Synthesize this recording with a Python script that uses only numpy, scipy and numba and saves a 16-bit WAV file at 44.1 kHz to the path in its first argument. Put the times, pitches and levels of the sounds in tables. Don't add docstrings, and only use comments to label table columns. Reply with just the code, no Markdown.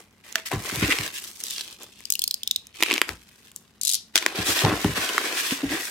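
import sys
import numpy as np
from scipy import signal
from scipy.fft import rfft, irfft
from scipy.io import wavfile
from scipy.ndimage import uniform_filter1d, minimum_filter1d
from numba import njit

SR = 44100
rng = np.random.default_rng(int(sys.argv[2]) if len(sys.argv) > 2 else 0)


def to_wav(s):
    ch = np.atleast_2d(s).T
    pcm = np.round(np.clip(ch, -1, 1) * 32767)
    wavfile.write(sys.argv[1], SR, pcm.astype(np.int16))


N = 260190
TIME = np.arange(N) / SR

# (time [s], treble [dB], left minus right [dB], blade buzz relative to the notch [dB])
SLIDER_TRAVEL = [(2.05, -15, 10, -29), (2.1, 0.5, 4, -26), (2.24, -1, 0.5, -35), (2.56, -10.5, 0, -35),
                 (3.81, 12.5, 10, -16.5), (3.95, 5.5, 1, -12.5)]


def undb(db):
    return 10 ** (np.asarray(db) / 20)


def unit(x):
    return x / np.sqrt(np.mean(x ** 2))


def with_energy(x, seconds):
    return x * np.sqrt(seconds * SR / np.mean(np.sum(x ** 2, axis=-1)))


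def band(x, lo_hz, hi_hz, order=2):
    edges = np.clip([lo_hz, hi_hz], 10, .48 * SR)
    return signal.sosfilt(signal.butter(order, edges, "band", fs=SR, output="sos"), x)


def colour(x, points):
    hz, db = np.transpose(points)
    freqs = np.arange(N // 2 + 1) * SR / N
    return irfft(rfft(x) * undb(np.interp(np.log(freqs + 1), np.log(hz), db)), N)


def stereo_noise(shape, correlation):
    mid, side = rng.standard_normal((2, *shape))
    return np.sqrt((1 + correlation) / 2) * mid + np.sqrt((1 - correlation) / 2) * np.array([side, -side])


def wander(per_s):
    step = int(SR / per_s)
    return uniform_filter1d(np.repeat(rng.standard_normal(N // step + 1), step), step)[:N]


def add(out, s, sound, pan_db=0):
    i = int(s * SR)
    part = (sound * undb(np.array([[pan_db], [-pan_db]]) / 2))[:, :N - i]
    out[:, i:i + part.shape[1]] += part


def ring(modes, t):
    return sum((-1) ** k * undb(db) * np.sin(2 * np.pi * hz * t) * undb(-60 * t / t60)
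               for k, (hz, db, t60) in enumerate(modes))


def resound(x, modes):
    response = signal.oaconvolve(x, ring(modes, TIME[:12000])[None], axes=1)[:, :N]
    return unit(response) * np.sqrt(np.mean(x ** 2))


@njit
def resonate(x, hz, width):
    y, band_state, low_state = np.empty(len(x)), 0., 0.
    for i in range(len(x)):
        g = np.tan(np.pi * hz[i] / SR)
        passed = (band_state + g * (x[i] - low_state)) / (1 + g * (g + width))
        band_state = 2 * passed - band_state
        low_state += 2 * g * passed
        y[i] = width * passed
    return y


def grains(per_s, spread_db, cap_db, decay_s, bed, correlation, lo_hz, hi_hz, bands):
    total = int(per_s * N / SR)
    onsets = rng.integers(0, N, total)
    size = undb(np.minimum(spread_db * rng.exponential(size=total), cap_db))
    edges = np.geomspace(lo_hz, hi_hz, bands + 1)
    out = 0
    for lo, hi in zip(edges, edges[1:]):
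        amplitudes = size * undb(3.5 * rng.standard_normal((2, total)))
        power = np.array([np.bincount(onsets, side ** 2, N) for side in amplitudes])
        power = signal.lfilter([1], [1, -np.exp(-2 / (decay_s * SR))], power + 1e-12)
        power = power / uniform_filter1d(power + 1e-6, size=4000, axis=1)
        out = out + band(np.sqrt(power + bed) * stereo_noise((N,), correlation), lo, hi)
    return out


def clicks(table, rise_s, decay_s, cycles, crack_db, low_hz, correlation,
           lag_s=0, sag_per_s=0, reach_hz=2500):
    out, t = np.zeros((2, N)), TIME[:1024]
    age = np.maximum(t - np.array([[0], [lag_s]]), 0)
    attack = 1 - np.exp(-(age / rise_s) ** 2)
    envelope = attack * np.exp(-age / decay_s)
    for s, db, hz, treble_db, pan_db in table:
        pitch = hz * np.exp(-sag_per_s * undb(db) * (age - 2 * rise_s))
        phase = 2 * np.pi * np.cumsum(pitch * (age > 0), axis=1) / SR
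        tone = np.sin(phase) * attack * np.exp(-age * hz / cycles)
        burst = envelope * stereo_noise(t.shape, correlation)
        crack = band(burst, max(low_hz, .4 * hz), max(2 * hz, reach_hz))
        body = unit(tone) + undb(crack_db) * unit(crack)
        treble = band(envelope * stereo_noise(t.shape, correlation / 2), 6200, 16000, order=3)
        add(out, s, undb(db) * with_energy(unit(body) + undb(treble_db) * unit(treble), .002), pan_db)
    return out


def room_tone(level_db=-60.5):
    # (frequency [Hz], gain [dB])
    spectrum = [(25, -27), (58, 2.5), (90, 4.5), (150, 1), (223, 8), (300, -6), (650, -14), (7000, -31),
                (16000, -70)]
    return undb(level_db) * unit(colour(stereo_noise((N,), 0.55), spectrum))


def effort(starts, lengths, levels_db, held_db, relax_db_per_s):
    power = undb(held_db) ** 2
    for start_s, length_s, db in zip(starts, lengths, levels_db):
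        age = TIME - start_s
        grip_s = 0.021 + 0.17 * length_s
        attack = np.sin(np.pi / 2 * np.clip(age / grip_s, 0, 1)) ** 2
        fall_db_per_s = relax_db_per_s * (1 + 0.01 / length_s)
        release = undb(-fall_db_per_s * np.maximum(age - length_s, 0))
        power = power + (undb(db) * attack * release) ** 2
    return 10 * np.log10(power)


def wall_echoes(x):
    out = x
    for delay_s in (.0011, .0018, .0029):
        path_s = delay_s * (1 + .16 * wander(4))
        out = out + .24 * np.array([np.interp(TIME - path_s, TIME, side) for side in x])
    return out


def crinkle(level_db, sizzle_db, slides_s=4.38):
    # (frequency [Hz], gain [dB])
    spectrum = [(200, 2.5), (500, -24), (1000, 4), (1700, 10), (2400, 9.5), (3600, 6.5), (5000, -0.5),
                (7000, -11.5), (9000, -11.5), (11300, -15.5), (13000, -14), (16000, -22)]
    # (time [s], frequency [Hz], strength [dB])
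    fold_track = [(.47, 2200, 1), (.7, 2100, 2.5), (.92, 2060, 10.5), (1.09, 2070, -12.5), (1.16, 2800, 7),
                  (1.3, 3000, -13), (1.55, 3160, 13), (2.85, 2580, 13.5), (3.1, 2590, -9),
                  (4.301, 3860, -10.5), (5.1, 1300, -13), (5.45, 3060, -14.5), (5.75, 1870, 3.5)]
    sliding = np.clip((TIME - slides_s) / .1, 0, 1)
    rush = .2 + (.4 + 1.1 * sliding) * undb(level_db + 30)
    crackle = grains(per_s=900, spread_db=4.6, cap_db=16, decay_s=.0008, bed=rush, correlation=.1,
                     lo_hz=250, hi_hz=18000, bands=6)
    film = wall_echoes(colour(crackle / np.sqrt(1 + rush), spectrum))
    s, hz, db = np.transpose(fold_track)
    fold_hz, fold_gain = np.interp(TIME, s, hz), undb(np.interp(TIME, s, db))
    film = film + fold_gain * np.array([resonate(side, fold_hz, width=.4) for side in film])
    coarse = undb(0.98) * unit(band(film, 150, 6500, order=4)) / np.sqrt(1 + fold_gain)
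    fine = undb(sizzle_db - 4) * unit(band(film, 6500, 19000, order=4))
    catching_db = 1.5 * wander(60)
    return undb(level_db + catching_db) * (coarse + fine)


def creases(level_db, per_s=40):
    out, t = np.zeros((2, N)), TIME[:256]
    for when, size, pitch, place in rng.uniform(size=(int(per_s * N / SR), 4)):
        i = int(when * (N - len(t)))
        db = .7 * min(level_db[i], -32) - 22 + 17 * size ** 3
        tone = np.sin(2 * np.pi * 2500 * 4 ** pitch * t)
        tick = (stereo_noise(t.shape, .3) + tone) * np.exp(-t / .0004)
        add(out, i / SR, undb(db) * with_energy(tick, .002), pan_db=10 * (place - .5))
    return band(out, 1800, 4900, order=1)


def scuff(level_db, flap_db=-9):
    # (frequency [Hz], gain [dB])
    spectrum = [(120, -25.5), (220, -6), (330, 5.5), (620, -2), (1100, -1.5), (1700, -6), (3000, -17.5)]
    # (frequency [Hz], level [dB], T60 [s])
    flap_modes = [(701, -1, .11), (730, -2, .13), (796, 0, .12), (1000, 1, .1)]
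    slips = grains(per_s=350, spread_db=3.5, cap_db=8, decay_s=.003, bed=.2, correlation=.85,
                   lo_hz=120, hi_hz=3500, bands=2)
    drag = undb(level_db - 5) * unit(colour(slips, spectrum))
    hardness = np.clip((level_db + 45) / 15, 0, 1)
    return drag + undb(flap_db) * resound(drag * hardness, flap_modes)


def snaps_and_taps():
    # (time [s], level [dB],
    # resonance [Hz], treble [dB], left minus right [dB])
    snaps = [(0.3252, -32, 6800, -23, -10), (0.698, -25.5, 1680, -24, -7), (0.758, -22.5, 3500, 1, -3),
             (0.8327, -26, 2300, -27, -7), (0.9226, -16, 2380, -31, -5), (0.9272, -17, 2340, -27, -2),
             (0.9864, -19.5, 2310, -28, -1), (1.4032, -33.5, 6060, -6, -1), (1.4375, -20, 5730, 0, 1),
             (1.5819, -25, 4500, -26, -3), (1.6093, -24.5, 4260, -15, -2), (1.8324, -31.5, 3720, 16, -1),
             (2.005, -39, 2150, 2, 3), (2.6691, -36, 5340, 4.5, -1), (2.8056, -27, 2400, -9, -9),
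             (2.8251, -5, 2244, -6, 3), (2.834, -10.5, 2730, -4.5, -7), (2.862, -25, 2590, -19, -6),
             (2.911, -12, 2620, -37, -1), (2.9173, -16.5, 2570, -8, 1), (2.928, -18, 2900, -24, -5),
             (2.9391, -15.5, 3500, -1, 4), (2.9616, -21, 2440, -25, -4), (2.9793, -15.5, 2540, -14, 1.5),
             (3.0156, -5.5, 2500, -8, -1), (3.091, -21, 1940, -7.5, 6), (3.516, -41, 3220, 5, -1),
             (3.5614, -26.5, 7240, -4, 8), (4.225, -24, 2270, -13, 2), (4.2626, -8.5, 2020, -8.5, -2),
             (4.591, -17, 3630, -27, -3), (5.0907, -21, 3100, -16, -5)]
    taps = [(0.5157, -21, 746, -8.5, 7), (4.649, -11, 825, -32, -2), (4.8446, -17, 815, -11, 1),
            (4.977, -24, 1080, -19, -4), (5.1798, -10, 1390, -14.5, 0)]
    out = clicks(snaps, rise_s=0.000373, decay_s=0.0011, cycles=1.87, crack_db=-1.5, low_hz=800,
                 correlation=0.61, lag_s=.00003, sag_per_s=1130, reach_hz=4560)
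    out += clicks(taps, rise_s=0.00036, decay_s=0.0012, cycles=2, crack_db=-1.5, low_hz=400,
                  correlation=0.69)
    cushion = ring([(351, 7.5, 0.019), (1040, 3, 0.02)], TIME[:3000])
    for s, db, hz, _, pan_db in snaps + taps:
        coupling = min(2200 / hz, 1) ** 2
        add(out, s, undb(db - 15.5) * coupling * cushion, pan_db)
    return band(out, 282, 13200, order=3)


def knife_impacts():
    # (time [s], level [dB], resonance [Hz], treble [dB], left minus right [dB], ground thud [dB])
    landings = [(0.356, -11, 1760, -12, -3.5, -46), (4.1562, -2.5, 3420, -10.5, 10, -16),
                (4.165, -12.5, 3200, -22, -5, -22.5), (4.177, -13, 3860, -22, 10, -38),
                (4.185, -17.5, 3800, -25, 0, -50)]
    # (frequency [Hz], level [dB], T60 [s])
    knife_modes = [(350, 18, .18), (651, 17, .2), (1750, 2, .13), (5300, -1, .15)]
    out = clicks([row[:-1] for row in landings], rise_s=0.0001, decay_s=0.0019, cycles=2.5,
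                 crack_db=3.5, low_hz=1150, correlation=0.22, lag_s=.00009, reach_hz=5660)
    thud = ring([(340, -1.1, 0.016), (610, -1, 0.007), (1090, 2, 0.01)], TIME[:3000])
    for s, _, hz, _, pan_db, thud_db in landings:
        excited = [(f, db - 12 * abs(np.log2(f / hz)), t60) for f, db, t60 in knife_modes]
        add(out, s, undb(-35) * ring(excited, TIME[:12000]), pan_db)
        add(out, s, undb(thud_db) * thud)
    return band(out, 220, 19000)


def bumps(below_db_per_octave=4, above_db_per_octave=9, shudder_s=0.047, contact_s=0.0014):
    # (time [s], level [dB], centre frequency of the push [Hz])
    blows = [(0.533, -23, 152), (0.554, -24, 110), (0.724, -31, 188), (0.769, -27, 118),
             (0.823, -16.5, 175), (0.991, -29.5, 119), (3.095, -35, 86), (4.386, -24, 180),
             (4.486, -30, 180), (4.638, -13.5, 142), (4.678, -23, 191), (4.723, -22, 193),
             (4.845, -14, 198), (4.89, -24, 157), (4.976, -29.5, 231), (5.648, -31.5, 88)]
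    # (frequency [Hz], level [dB], T60 [s])
    box_modes = [(59.7, -6.5, 0.27), (98.3, 4.5, 0.12), (117.4, 7, 0.035), (162.7, 1.5, 0.097),
                 (239.4, -8, 0.15), (303.7, 0, 0.18), (403, 3.5, 0.11)]
    mode_hz, mode_db, t60 = np.transpose(box_modes)
    out, t = np.zeros((2, N)), TIME[:12000]
    for s, db, hz in blows:
        octaves = np.log2(mode_hz / hz)
        excited_db = mode_db + octaves * np.where(octaves < 0, below_db_per_octave, -above_db_per_octave)
        tone = ring(zip(mode_hz, excited_db, t60), t) * (1 - np.exp(-t / contact_s))
        push = np.sin(2 * np.pi * hz * t) * t * np.exp(-2 * hz * t)
        shudder = band(rng.standard_normal(len(t)) * np.exp(-t / shudder_s), hz / 3, hz * 2.2)
        thud = unit(tone) + undb(-1) * unit(push) + undb(-8) * 160 / hz * unit(shudder)
        add(out, s, undb(db) * with_energy(thud, 0.011))
    return band(out, 51, 3100, order=4)


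def groans():
    # (time [s], duration [s], start rate [Hz], end rate [Hz], level [dB])
    judders = [(0.881, 0.024, 300, 317, -28), (5.52, 0.012, 238, 280, -25), (5.63, 0.024, 275, 310, -23),
               (5.702, 0.064, 267, 350, -29.5)]
    # (frequency [Hz], level [dB], T60 [s])
    wall_modes = [(284.6, 0, 0.16)]
    out = np.zeros((2, N))
    for s, length_s, start_hz, end_hz, db in judders:
        progress = np.linspace(0, 1, int(length_s * SR))
        hum = np.sin(2 * np.pi * np.cumsum(start_hz + (end_hz - start_hz) * progress) / SR)
        rasp = unit(band(rng.standard_normal(len(progress)), end_hz / 2, end_hz * 1.6))
        add(out, s, undb(db) * unit(np.sin(np.pi * progress) * (hum + .3 * rasp)))
    return out + undb(-6.5) * resound(out, wall_modes)


def notches():
    # (time [s], level [dB], handle resonance [Hz])
    jumps = [(2.0532, -28, 4900), (2.1019, -15, 6340), (2.122, -13.5, 6630), (2.1362, -24, 4200),
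             (2.1526, -20.5, 2850), (2.1918, -18.5, 4420), (2.218, -17.5, 3430), (2.2384, -14.5, 4330),
             (2.2767, -17.5, 4880), (2.3093, -17, 4100), (2.3408, -18, 4640), (2.432, -22.5, 3460),
             (2.4745, -17.5, 3670), (2.5103, -13, 3710), (2.5599, -15.5, 3810), (3.8128, -19.5, 4500),
             (3.833, -17.5, 4500), (3.85, -13.5, 3930), (3.857, -21, 3970), (3.871, -13, 4000),
             (3.8779, -13.5, 4030), (3.892, -13, 4130), (3.8987, -15.5, 4000), (3.913, -15.5, 4870),
             (3.923, -18, 3800), (3.934, -14, 5000), (3.9428, -13, 4270), (3.951, -16, 5060)]
    times, treble_db, pan_db, _ = np.transpose(SLIDER_TRAVEL)
    return [(s, db, hz, np.interp(s, times, treble_db), np.interp(s, times, pan_db))
            for s, db, hz in jumps]


def knife_slider(retract_s=3.2, ping_hz=11800, ping_rise_hz_per_s=5900, handle_hz=5100):
    jumps = notches()
    out = clicks(jumps, rise_s=0.0012, decay_s=0.0015, cycles=3, crack_db=-3.5, low_hz=3040,
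                 correlation=0.049, lag_s=0.000077)
    second_notch_s = jumps[1][0]
    for s, db, _, _, pan_db in jumps:
        if s < retract_s:
            steel_hz = ping_hz + ping_rise_hz_per_s * (s - second_notch_s)
            modes = [(steel_hz, db - 8, .008), (handle_hz, db - 6.5, .013)]
            add(out, s + .001, ring(modes, TIME[:1024]), pan_db)
    outward, homeward = band(out, 2350, 21000, order=8), band(out, 1240, 10000)
    return undb(1.5) * np.where(TIME > retract_s, homeward, outward)


def blade_buzz(buzz_s=0.013, tail_s=0.034, tail_db=-7):
    out, t = np.zeros((2, N)), TIME[:10000]
    times, _, _, buzz_db = np.transpose(SLIDER_TRAVEL)
    for s, db, _, _, pan_db in notches():
        blade = unit(band(stereo_noise(t.shape, 0.13), 3300, 12000, order=3)) * np.exp(-t / buzz_s)
        tail = unit(band(stereo_noise(t.shape, 0.1), 3300, 6000, order=3)) * np.exp(-t / tail_s)
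        gain = undb(db + np.interp(s, times, buzz_db))
        add(out, s, gain * (blade + undb(tail_db) * tail), pan_db)
    return out


def slit(rise_s=0.0013, t60_s=0.037):
    # (time [s], level [dB], frequency [Hz])
    bubbles = [(2.803, -26, 328), (2.91, -19.5, 373), (2.927, -16.5, 305), (2.935, -23.5, 245),
               (2.953, -24, 310)]
    out, t = np.zeros((2, N)), TIME[:3000]
    for s, db, hz in bubbles:
        add(out, s, ring([(hz, db, t60_s)], t) * (1 - np.exp(-t / rise_s)))
    return band(out, 200, 700)


def reverberation(x, t60_s=0.28, wet_db=-18.5, build_s=0.0026, top_hz=9240):
    t = TIME[:20000]
    envelope = undb(-60 * t / t60_s) * (1 - np.exp(-(t / build_s) ** 2))
    tail = band(stereo_noise(t.shape, 0.12) * envelope, 203, top_hz, order=1)
    return undb(wet_db) * signal.oaconvolve(x, with_energy(tail, 1 / SR), axes=1)[:, :N]


def scene():
    # (time [s], duration [s], crinkle level [dB], sizzle re crinkle [dB], scuff re crinkle [dB])
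    strokes = [(-0.02, 0.017, -43.5, 0.5, 3.5), (0.225, 0.09, -44, -2.5, -8.5),
               (0.332, 0.059, -35.5, -5.5, -7), (0.45, 0.0079, -22, -0.5, -24),
               (0.498, 0.047, -30.5, -2.5, 4), (0.567, 0.084, -37.5, 2, 1.5),
               (0.638, 0.055, -29.5, -0.5, -5.5), (0.684, 0.26, -29, -0.5, -5.5),
               (0.81, 0.026, -18.5, -23, -9), (0.892, 0.021, -15, -9.5, -24), (0.94, 0.13, -28, -3.5, -9.5),
               (1.118, 0.062, -34, 3, -18), (1.186, .11, -41.5, 7, -9.5), (1.337, 0.12, -48, 10, -7.5),
               (1.421, 0.11, -41.5, 11, -10), (1.546, 0.068, -39, 4, -9.5), (1.639, 0.082, -49.5, 6, 0),
               (1.778, 0.07, -52, 7, 8), (1.87, 0.21, -57.5, 5, -18), (2.726, 0.1, -47.5, 1.5, -7),
               (2.771, 0.2, -35.5, -1, -4.5), (2.863, 0.081, -25.5, -14, -10), (3.063, 0.042, -38, 0, 5.5),
               (3.12, 0.37, -54, 0.5, -27), (3.542, 0.036, -65, 19, -18), (4.128, 0.11, -32, -6.5, -14.5),
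               (4.195, 0.14, -34.5, -7.5, -2), (4.327, 0.095, -24, -7.5, -5.5),
               (4.435, 0.093, -21.5, 0.5, -6), (4.53, 0.087, -20, -4.5, -11.5),
               (4.606, 0.12, -27.5, -7.5, 8.5), (4.687, 0.24, -28.5, -4.5, -6),
               (4.933, 0.11, -21.5, -6, -7), (5.025, 0.31, -25, -5.5, -6), (5.317, 0.22, -24, -2, -13),
               (5.527, 0.27, -34.5, -6.5, -4.5), (5.683, 0.088, -26.5, -5, -7), (5.765, 0.12, -33, 3, -8)]
    starts, lengths, db, sizzle, scuffing = np.transpose(strokes)
    crinkle_db = effort(starts, lengths, db, held_db=-61, relax_db_per_s=237)
    sizzle_db = effort(starts, lengths, db + sizzle, held_db=-63, relax_db_per_s=205.5)
    scuff_db = effort(starts, lengths, db + scuffing, held_db=-62, relax_db_per_s=286.5)
    wrap = crinkle(crinkle_db, sizzle_db - crinkle_db) + creases(crinkle_db) + snaps_and_taps() + slit()
    box = scuff(scuff_db) + bumps() + groans()
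    knife = blade_buzz() + knife_slider() + knife_impacts()
    direct = wrap + box + knife
    return direct + room_tone() + reverberation(direct)


def record(dry, top_hz=15950):
    mid, side = (dry[0] + dry[1]) / 2, (dry[0] - dry[1]) / 2
    side = signal.sosfilt(signal.butter(1, 380, "high", fs=SR, output="sos"), side)
    side = undb(-0.53) * side + 0.054 * mid
    ports = np.array([mid + side, mid - side])
    peak_gain = minimum_filter1d(1 / np.maximum(abs(ports), 1), size=41)
    limited = ports * uniform_filter1d(peak_gain, size=41)
    return signal.sosfilt(signal.ellip(10, .2, 90, top_hz, fs=SR, output="sos"), limited)


dry = scene()
out = record(dry)
to_wav(out)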